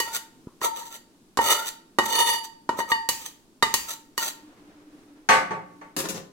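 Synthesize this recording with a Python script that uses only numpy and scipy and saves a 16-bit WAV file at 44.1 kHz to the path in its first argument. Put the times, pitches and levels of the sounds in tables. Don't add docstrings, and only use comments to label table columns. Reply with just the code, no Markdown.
import sys
import numpy as np
from scipy import signal
from scipy.fft import rfft, irfft
from scipy.io import wavfile
from scipy.ndimage import uniform_filter1d

SR = 44100
rng = np.random.default_rng(int(sys.argv[2]) if len(sys.argv) > 2 else 0)


def dump_mix(stems):
    frames = np.atleast_2d(stems).T
    limited = np.clip(frames, -1, 1)
    pcm = np.round(limited * 32767).astype(np.int16)
    wavfile.write(sys.argv[1], SR, pcm)


N = 278712
TAIL_SAMPLES = 32768
TIME_S = np.arange(N) / SR
TAIL_S = TIME_S[:TAIL_SAMPLES]


def scooping(spot_count):
    spots = [wok_ring() for _ in range(spot_count)]
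    treble = shimmer(count=72)
    return knocks(spots, treble) + scrapes(spots, treble)


# (time [s], ring [dB], ring cutoff [Hz], thud [dB], crack [dB], blade [dB])
SPATULA_KNOCKS = [(0.001, -24, 6000, -2, 2, -47), (0.615, -32.5, 2500, -4, -12, -42.5),
                  (1.3723, -27, 2500, 5.5, 1, -32), (1.389, -6.5, 900, 6, -55, -53.5),
                  (1.986, -14.5, 2200, 9.5, 3, -19.5), (1.9925, -34, 1790, 7, -24.5, -32.5),
                  (2.691, -17, 987, 7.5, -4, -39.5), (2.789, -28, 1490, 0.5, -19, -33),
                  (2.803, -24, 1995, -6, -31, -33), (2.918, -14, 2710, -3, -6, -24),
                  (3.089, -24, 14000, -2, 6.5, -26), (3.6249, -15, 2490, 8.5, 2.5, -13),
                  (3.6274, -35, 1100, 5.5, 7, -12), (3.740, -24, 12060, 0, 8, -36),
                  (4.178, -24, 5955, -2, 0, -36)]
# (frequency [Hz], level [dB], t60 [s])
BLADE_MODES = [(990, -6.5, 0.085), (1194, -3, 0.06), (2007, -11.5, 0.091), (3740, -3.5, 0.071),
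               (4850, -12, 0.055), (7460, -27, 0.12), (10600, -19.5, .14)]
# (frequency [Hz], level [dB])
THUD_SPECTRUM = [(40, -29), (130, -14), (300, -4.5), (520, 0.5), (720, -7.5), (1000, 7.5), (1900, -13),
                 (2700, -25), (7000, -35), (16000, -53)]
CRACK_SPECTRUM = [(100, -5), (700, -13), (1500, -4), (2500, 5), (4500, -1.5), (7200, 7), (9000, -2),
                  (13000, -2), (16000, 0.5)]

def knocks(spots, treble):
    out = np.zeros((2, N))
    size = 16384
    thud_decay = (fade(0.033) + undb(-37.5) * fade(0.55))[:size]
    crack_decay = (undb(-4.5) * fade(.008) + fade(0.044) + undb(-5) * fade(0.48))[:size]
    blade = ring(BLADE_MODES, lag_ms=0.067).sum(axis=0)
    for k, (time_s, ring_db, cutoff_hz, thud_db, crack_db, blade_db) in enumerate(SPATULA_KNOCKS):
        thud = unit_energy(colour(diffuse(size, alike_hz=1290) * thud_decay, THUD_SPECTRUM))
        crack = unit_energy(colour(diffuse(size, alike_hz=1460) * crack_decay, CRACK_SPECTRUM))
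        crack = soften(crack + undb(-1) * treble[:, :size], 3.1 * cutoff_hz)
        mode_gains = undb(np.linspace(.5, 3, len(WOK_MODES)) * rng.standard_normal(len(WOK_MODES)))
        wok = soften(np.tensordot(mode_gains, spots[k % len(spots)], axes=1), cutoff_hz, order=2)
        add(out, time_s, undb(ring_db) * wok + undb(blade_db) * blade)
        add(out, time_s, undb(thud_db) * thud + undb(crack_db) * crack)
    return out


# (peak time [s], rise [s], release [s], grit [dB], low-mode drive [dB],
# high-mode bite [dB], blade [dB], blade note [Hz])
SCRAPE_STROKES = [(0.087, 0.067, 0.058, -63, -32.5, -39, -47, 1340),
                  (0.164, 0.053, 0.022, -24.5, -54.5, -33, -36, 1390),
                  (0.65, 0.047, 0.032, -27.5, -13.5, -26.5, -29, 1290),
                  (0.776, 0.037, 0.039, -35.5, -33.5, -36.5, -39, 1250),
                  (.835, .09, 0.051, -46.5, -29, -47, -64.5, 1300),
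                  (0.953, 0.12, 0.039, -44, -52.5, -47, -52.5, 1350),
                  (1.512, 0.12, 0.13, -25, -17, -18, -24, 1270),
                  (1.688, 0.043, 0.017, -29, -46, -41, -58, 1380),
                  (2.05, 0.037, 0.12, -38, -26.5, -33.5, -41, 1300),
                  (2.207, 0.12, 0.069, -27, -10, -14, -34, 1240),
                  (2.305, 0.07, 0.091, -29.5, -14.5, -17, -38, 1220),
                  (2.448, 0.023, 0.022, -38, -60, -48.5, -62.5, 1215),
                  (2.801, 0.04, .022, -34.5, -16.5, -29.5, -35.5, 1230),
                  (2.924, .055, 0.034, -38, -24.5, -35.5, -36, 1200),
                  (3.273, 0.086, 0.039, -39.5, -54, -44.5, -51, 1230),
                  (3.901, 0.038, 0.053, -29.5, -39, -37, -42, 1310),
                  (4.258, 0.09, 0.051, -27.5, -41, -35, -37.5, 1370)]
# (frequency [Hz], level [dB])
GRIT_SPECTRUM = [(60, -22.5), (300, -15), (1600, -6.5), (2400, -6), (3500, -2), (5200, -6.5), (7000, 0.5),
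                 (9000, -6.5), (12000, -3.5), (16000, -13)]
RUB_SPECTRUM = [(40, -18.5), (250, -25), (400, 3.5), (540, -3), (720, 2.5), (1000, 6), (1400, -8.5),
                (1620, -33.5), (2100, 6.5), (4000, -40.5), (9000, -8.5)]

def scrapes(spots, treble):
    peak_s, rise_s, release_s, *levels_db, note_hz = np.transpose(SCRAPE_STROKES)
    pressure = np.array([swell(*shape) for shape in zip(peak_s, rise_s, release_s)])
    blade_hz = np.interp(TIME_S, peak_s, note_hz) * (1 + .06 * (1 - pressure.max(axis=0)))
    judder = undb(2.5 * walk(rate_hz=90))
    grit, drive, bite, blade_gain = (undb(levels_db) @ pressure) * judder
    edge = slips(rate_hz=2200, spread_db=5)
    facets = unit_energy(diffuse(TAIL_SAMPLES, alike_hz=965) * fade(0.012))
    hiss = colour(convolve(edge * grit, facets + undb(-9.5) * treble), GRIT_SPECTRUM)
    rub = undb(-2.5) * colour(diffuse(N, alike_hz=983) * blade_gain, RUB_SPECTRUM)
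    wok = scraped_wok(spots, edge, drive, bite)
    high_note = undb(-2.5) * narrow_band(blade_hz, width_hz=130)
    low_note = undb(-12) * narrow_band(.42 * blade_hz, width_hz=160)
    return hollow(hiss, blade_hz) + rub + (high_note + low_note) * blade_gain + wok


def slips(rate_hz, spread_db):
    slipping = rng.random(N) < rate_hz / SR
    strength = undb(spread_db * rng.standard_normal(N))
    return unit_rms(slipping * strength * rng.choice([-1, 1], N))


def hollow(x, note_hz, reflection=0.15):
    echo = np.array([np.interp(TIME_S - .5 / note_hz, TIME_S, side) for side in x])
    return (x - reflection * echo) / np.hypot(1, reflection)


# (frequency [Hz], level [dB])
PUSH_SPECTRUM = [(100, -18), (900, 2.5), (1250, -4), (1900, 1), (3000, -2.5), (3700, 5.5), (4400, -7),
                 (6000, -8), (16000, 1.5)]

def scraped_wok(spots, edge, drive, bite):
    patches = np.array([unit_rms(edge + slips(rate_hz=2000, spread_db=-1.0)) for _ in range(2)])
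    push = colour(patches, PUSH_SPECTRUM)
    force = soften(push, 1000, order=2) * drive + (push - soften(push, 1700)) * bite
    shares = np.array([walk(rate_hz=14) for _ in spots]) ** 4
    shares /= shares.sum(axis=0)
    responses = [unit_energy(spot.sum(axis=0)) for spot in spots]
    return sum(convolve(force * share, response) for share, response in zip(shares, responses))


# (frequency [Hz], level [dB], t60 [s])
WOK_MODES = [(463, -8, 0.019), (901, -10.5, 0.54), (929, 1, 0.065), (955, 3.5, 0.0057), (1163, -7.5, 0.09),
             (1837, -15, 0.39), (1873, 2, 0.1), (2922, -5, 0.18), (2942, -6, 0.16), (3595, -6.5, 0.042),
             (4395, -27.5, 0.48), (4376, -2.5, 0.063), (4690, -10.5, 0.42), (6275, -9.5, 0.14),
             (5800, -19, 0.14), (6550, -37.5, 0.075), (6570, -17.5, 0.17), (8120, -19, 0.12),
             (7340, -23.5, 0.21), (8600, -15, 0.083), (10300, -12, 0.22), (11750, -25.5, 0.15),
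             (12500, -24, .18)]

def wok_ring(detune=0.0045):
    shifts = 1 + detune * rng.standard_normal(len(WOK_MODES))
    return ring([(hz * shift, db, t60) for (hz, db, t60), shift in zip(WOK_MODES, shifts)], lag_ms=0.17)


def shimmer(count, low_hz=3854, high_hz=15200):
    places = (np.arange(count) + rng.random(count)) / count
    modes_hz = low_hz * (high_hz / low_hz) ** places
    levels_db = 2 * rng.standard_normal(count)
    phases = rng.random((count, 2, 1))
    tones = sum(undb(db) * np.sin(2 * np.pi * (hz * TAIL_S + phase))
                for hz, db, phase in zip(modes_hz, levels_db, phases))
    return unit_energy(tones * fade(0.067))


# (time [s], level [dB], rattle length [s], cutoff [Hz])
WOK_CONTACTS = [(5.2885, 18.5, .055, 5000), (5.5075, 10.5, 0.014, 444), (5.695, -12.5, 0.029, 236),
                (5.8135, -10.5, 0.0082, 1100)]
# (frequency [Hz], level [dB], t60 [s])
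GRATE_MODES = [(182.4, -30.5, 1), (364.6, -34, .9), (428.5, -8.5, 0.17), (533, -9.5, 0.33),
               (715, -19.5, 0.47), (800, -3, 0.15), (895, 7, 0.15), (1132, 5, 0.15), (1192, -2.5, 0.22),
               (1566, -25, 0.18), (1504, -9.5, 0.44), (1807, -1.5, 0.17), (2000, -13.5, 0.15),
               (2084, -22, 0.11), (2310, -6.5, 0.066), (2220, -7, 0.23), (2890, -8, 0.12), (4310, -4, 0.12),
               (6150, 7, 0.056), (7850, -10.5, 0.2)]
# (frequency [Hz], level [dB])
CLANG_SPECTRUM = [(40, -33), (110, -11.5), (200, -7), (300, -14), (550, -0.5), (1000, -1.5), (2000, 1),
                  (2700, -7), (3500, -13), (7500, -15.5), (11000, -19), (16000, -26.5)]

def wok_landing():
    return rattle(WOK_CONTACTS, GRATE_MODES, CLANG_SPECTRUM,
                  ring_db=0.5, body_t60_s=0.24, rate_hz=1200, bounce_db=-20.0)


# (time [s], level [dB], rattle length [s], cutoff [Hz])
SPATULA_CONTACTS = [(5.9645, 7.5, 0.039, 14000), (6.04, 3.5, .02, 2467), (6.087, 2.5, 0.02, 11840),
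                    (6.145, -1.5, .035, 4760)]
# (frequency [Hz], level [dB], t60 [s])
STOVE_MODES = [(179.6, 12.5, 0.12), (399, 8, 0.21), (424.3, -1, 0.16), (533, 1, 0.38), (835, -15.5, 0.1),
               (1020, -3.5, 0.33), (1800, -1.5, .2), (4260, 6.5, 0.07), (6900, -12.5, 0.2),
               (10300, 7.5, 0.15)]
# (frequency [Hz], level [dB])
CLINK_SPECTRUM = [(40, -17), (120, 1.5), (420, 9.5), (700, 2.5), (1200, 3), (2500, -4.5), (4000, -1),
                  (7300, 2), (8500, -5), (12000, -1.5), (16000, -5)]

def spatula_clatter():
    clatter = rattle(SPATULA_CONTACTS, STOVE_MODES, CLINK_SPECTRUM,
                     ring_db=-9.0, body_t60_s=0.065, rate_hz=640, bounce_db=-5.5)
    return clatter * undb([[1.3], [-1.3]])


def rattle(contacts, modes, spectrum, ring_db, body_t60_s, rate_hz, bounce_db):
    out = np.zeros((2, N))
    clear = ring(modes, lag_ms=0.35).sum(axis=0)
    for time_s, db, length_s, cutoff_hz in contacts:
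        bouncing = (rng.random(TAIL_SAMPLES) < rate_hz / SR) & (TAIL_S < length_s)
        blows = undb(bounce_db) * bouncing * rng.choice([-1, 1], TAIL_SAMPLES)
        blows[0] = 1
        body = colour(diffuse(TAIL_SAMPLES, alike_hz=429) * fade(body_t60_s), spectrum)
        shaken = unit_energy(convolve(blows, body))
        pumped = unit_energy(clear * np.clip(0.077 + TAIL_S / length_s, 0, 1))
        add(out, time_s, undb(db) * soften(shaken + undb(ring_db) * pumped, cutoff_hz))
    return out


def plop(time_s, hz, db):
    cycle = (TAIL_S * hz - 1) * np.pi
    patter = colour(diffuse(TAIL_SAMPLES, alike_hz=2000) * fade(0.27), THUD_SPECTRUM)
    out = np.zeros((2, N))
    add(out, time_s, undb(db) * (cycle * np.exp(-cycle ** 2) + undb(-34.0) * patter))
    return out


def kitchen(sound, wet_db, low_t60_s=0.45, treble_t60_s=0.24, gap_s=0.0073):
    noise = diffuse(TAIL_SAMPLES, alike_hz=476)
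    low = soften(noise, 1700)
    onset = np.clip(TAIL_S / gap_s - 1, 0, 1)
    response = (low * fade(low_t60_s) + (noise - low) * fade(treble_t60_s)) * onset
    return sound + undb(wet_db) * convolve(sound, unit_energy(response))


# (frequency [Hz], level [dB])
RUSTLE_SPECTRUM = [(40, -3), (400, 9), (1200, 2.5), (2500, -5), (6500, -16.5), (16000, -57)]

def rustle():
    gain = undb(-57.5 + 1.4 * walk(rate_hz=44)) * swell(peak_s=4.56, rise_s=0.27, release_s=2.8)
    return gain * unit_rms(colour(diffuse(N, alike_hz=556), RUSTLE_SPECTRUM))


def hum():
    gain = undb(-52.5 + 3 * walk(rate_hz=24)) * swell(peak_s=4.9, rise_s=1.1, release_s=2.7)
    return gain * narrow_band(centre_hz=np.full(N, 297), width_hz=28)


# (frequency [Hz], level [dB])
AIR_SPECTRUM = [(25, -5), (60, -18.5), (200, -3), (320, 0.5), (500, -12), (1000, -15.5), (2000, -24.5),
                (4000, -23.5), (9000, -26), (16000, -34.5)]

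def room_air():
    gain = undb(-57.5 + 0.88 * walk(rate_hz=6.3))
    return gain * unit_rms(colour(diffuse(N, alike_hz=600), AIR_SPECTRUM))


def swell(peak_s, rise_s, release_s, touch_s=0.024, touch_db=-15, release_db=-20.5):
    before = np.clip((peak_s - TIME_S) / rise_s, 0, 1)
    after = np.clip((TIME_S - peak_s) / release_s, 0, 5)
    gate = np.clip((TIME_S - peak_s + rise_s) / touch_s, 0, 1) * (after < 5)
    return gate * undb(touch_db * before ** 1.6 + release_db * after ** 1.2)


def ring(modes, lag_ms):
    tones = []
    for k, (hz, db, t60_s) in enumerate(modes):
        sign = (-1) ** k
        lag_rad = 2 * np.pi * hz * lag_ms / 1000
        lag_rad = lag_rad if lag_rad < np.pi / 2 else sign * np.pi / 2
        phase = 2 * np.pi * hz * TAIL_S - np.array([[0], [lag_rad]])
        tones.append(sign * undb(db) * fade(t60_s) * np.sin(phase))
    return np.array(tones)


def narrow_band(centre_hz, width_hz):
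    phase = 2 * np.pi * np.cumsum(centre_hz) / SR
    return unit_rms(walk(width_hz) * np.cos(phase) + walk(width_hz) * np.sin(phase))


def walk(rate_hz):
    hold = int(SR / rate_hz)
    steps = np.repeat(rng.standard_normal(N // hold + 1), hold)
    return unit_rms(uniform_filter1d(steps, hold)[:N])


def diffuse(size, alike_hz):
    noise = rng.standard_normal((3, size))
    low, high = (signal.butter(2, alike_hz, kind, fs=SR) for kind in ("low", "high"))
    return signal.lfilter(*low, noise[0] + 0.6 * noise[1:]) + signal.lfilter(*high, noise[1:])


def colour(x, spectrum, size=4096):
    hz, db = np.transpose(spectrum)
    bins_hz = np.fft.rfftfreq(size, 1 / SR)
    gain = unit_rms(undb(np.interp(np.log(bins_hz + 1), np.log(hz), db)))
    cepstrum = irfft(np.log(gain))
    cepstrum[1:size // 2] *= 2
    cepstrum[size // 2 + 1:] = 0
    return convolve(x, irfft(np.exp(rfft(cepstrum)))[None])


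def soften(x, cutoff_hz, order=1):
    return signal.lfilter(*signal.butter(order, min(cutoff_hz, SR / 2 - 1000), fs=SR), x)


def convolve(x, response):
    channels = np.atleast_2d(x).astype("float32")
    return signal.oaconvolve(channels, response.astype("float32"), axes=-1)[:, :x.shape[-1]]


def fade(t60_s):
    return np.exp(-np.log(1000) * TAIL_S / t60_s)


def undb(db):
    return 10 ** (np.asarray(db) / 20)


def unit_rms(x):
    return x / np.sqrt(np.mean(x ** 2))


def unit_energy(response):
    return unit_rms(response) / np.sqrt(response.shape[-1])


def add(out, time_s, sound):
    start = max(int(time_s * SR), 0)
    out[:, start:start + sound.shape[-1]] += sound[..., :N - start]


def scene():
    near = scooping(spot_count=4)
    far = wok_landing() + spatula_clatter()
    metal = kitchen(near, wet_db=-10.5) + kitchen(far, wet_db=-5.5)
    return metal + plop(time_s=.4695, hz=299, db=-20) + room_air() + rustle() + hum()


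def record(dry):
    return signal.sosfilt(signal.ellip(8, .2, 70, 16000, fs=SR, output="sos"), dry)


dry = scene()
out = record(dry)
dump_mix(out)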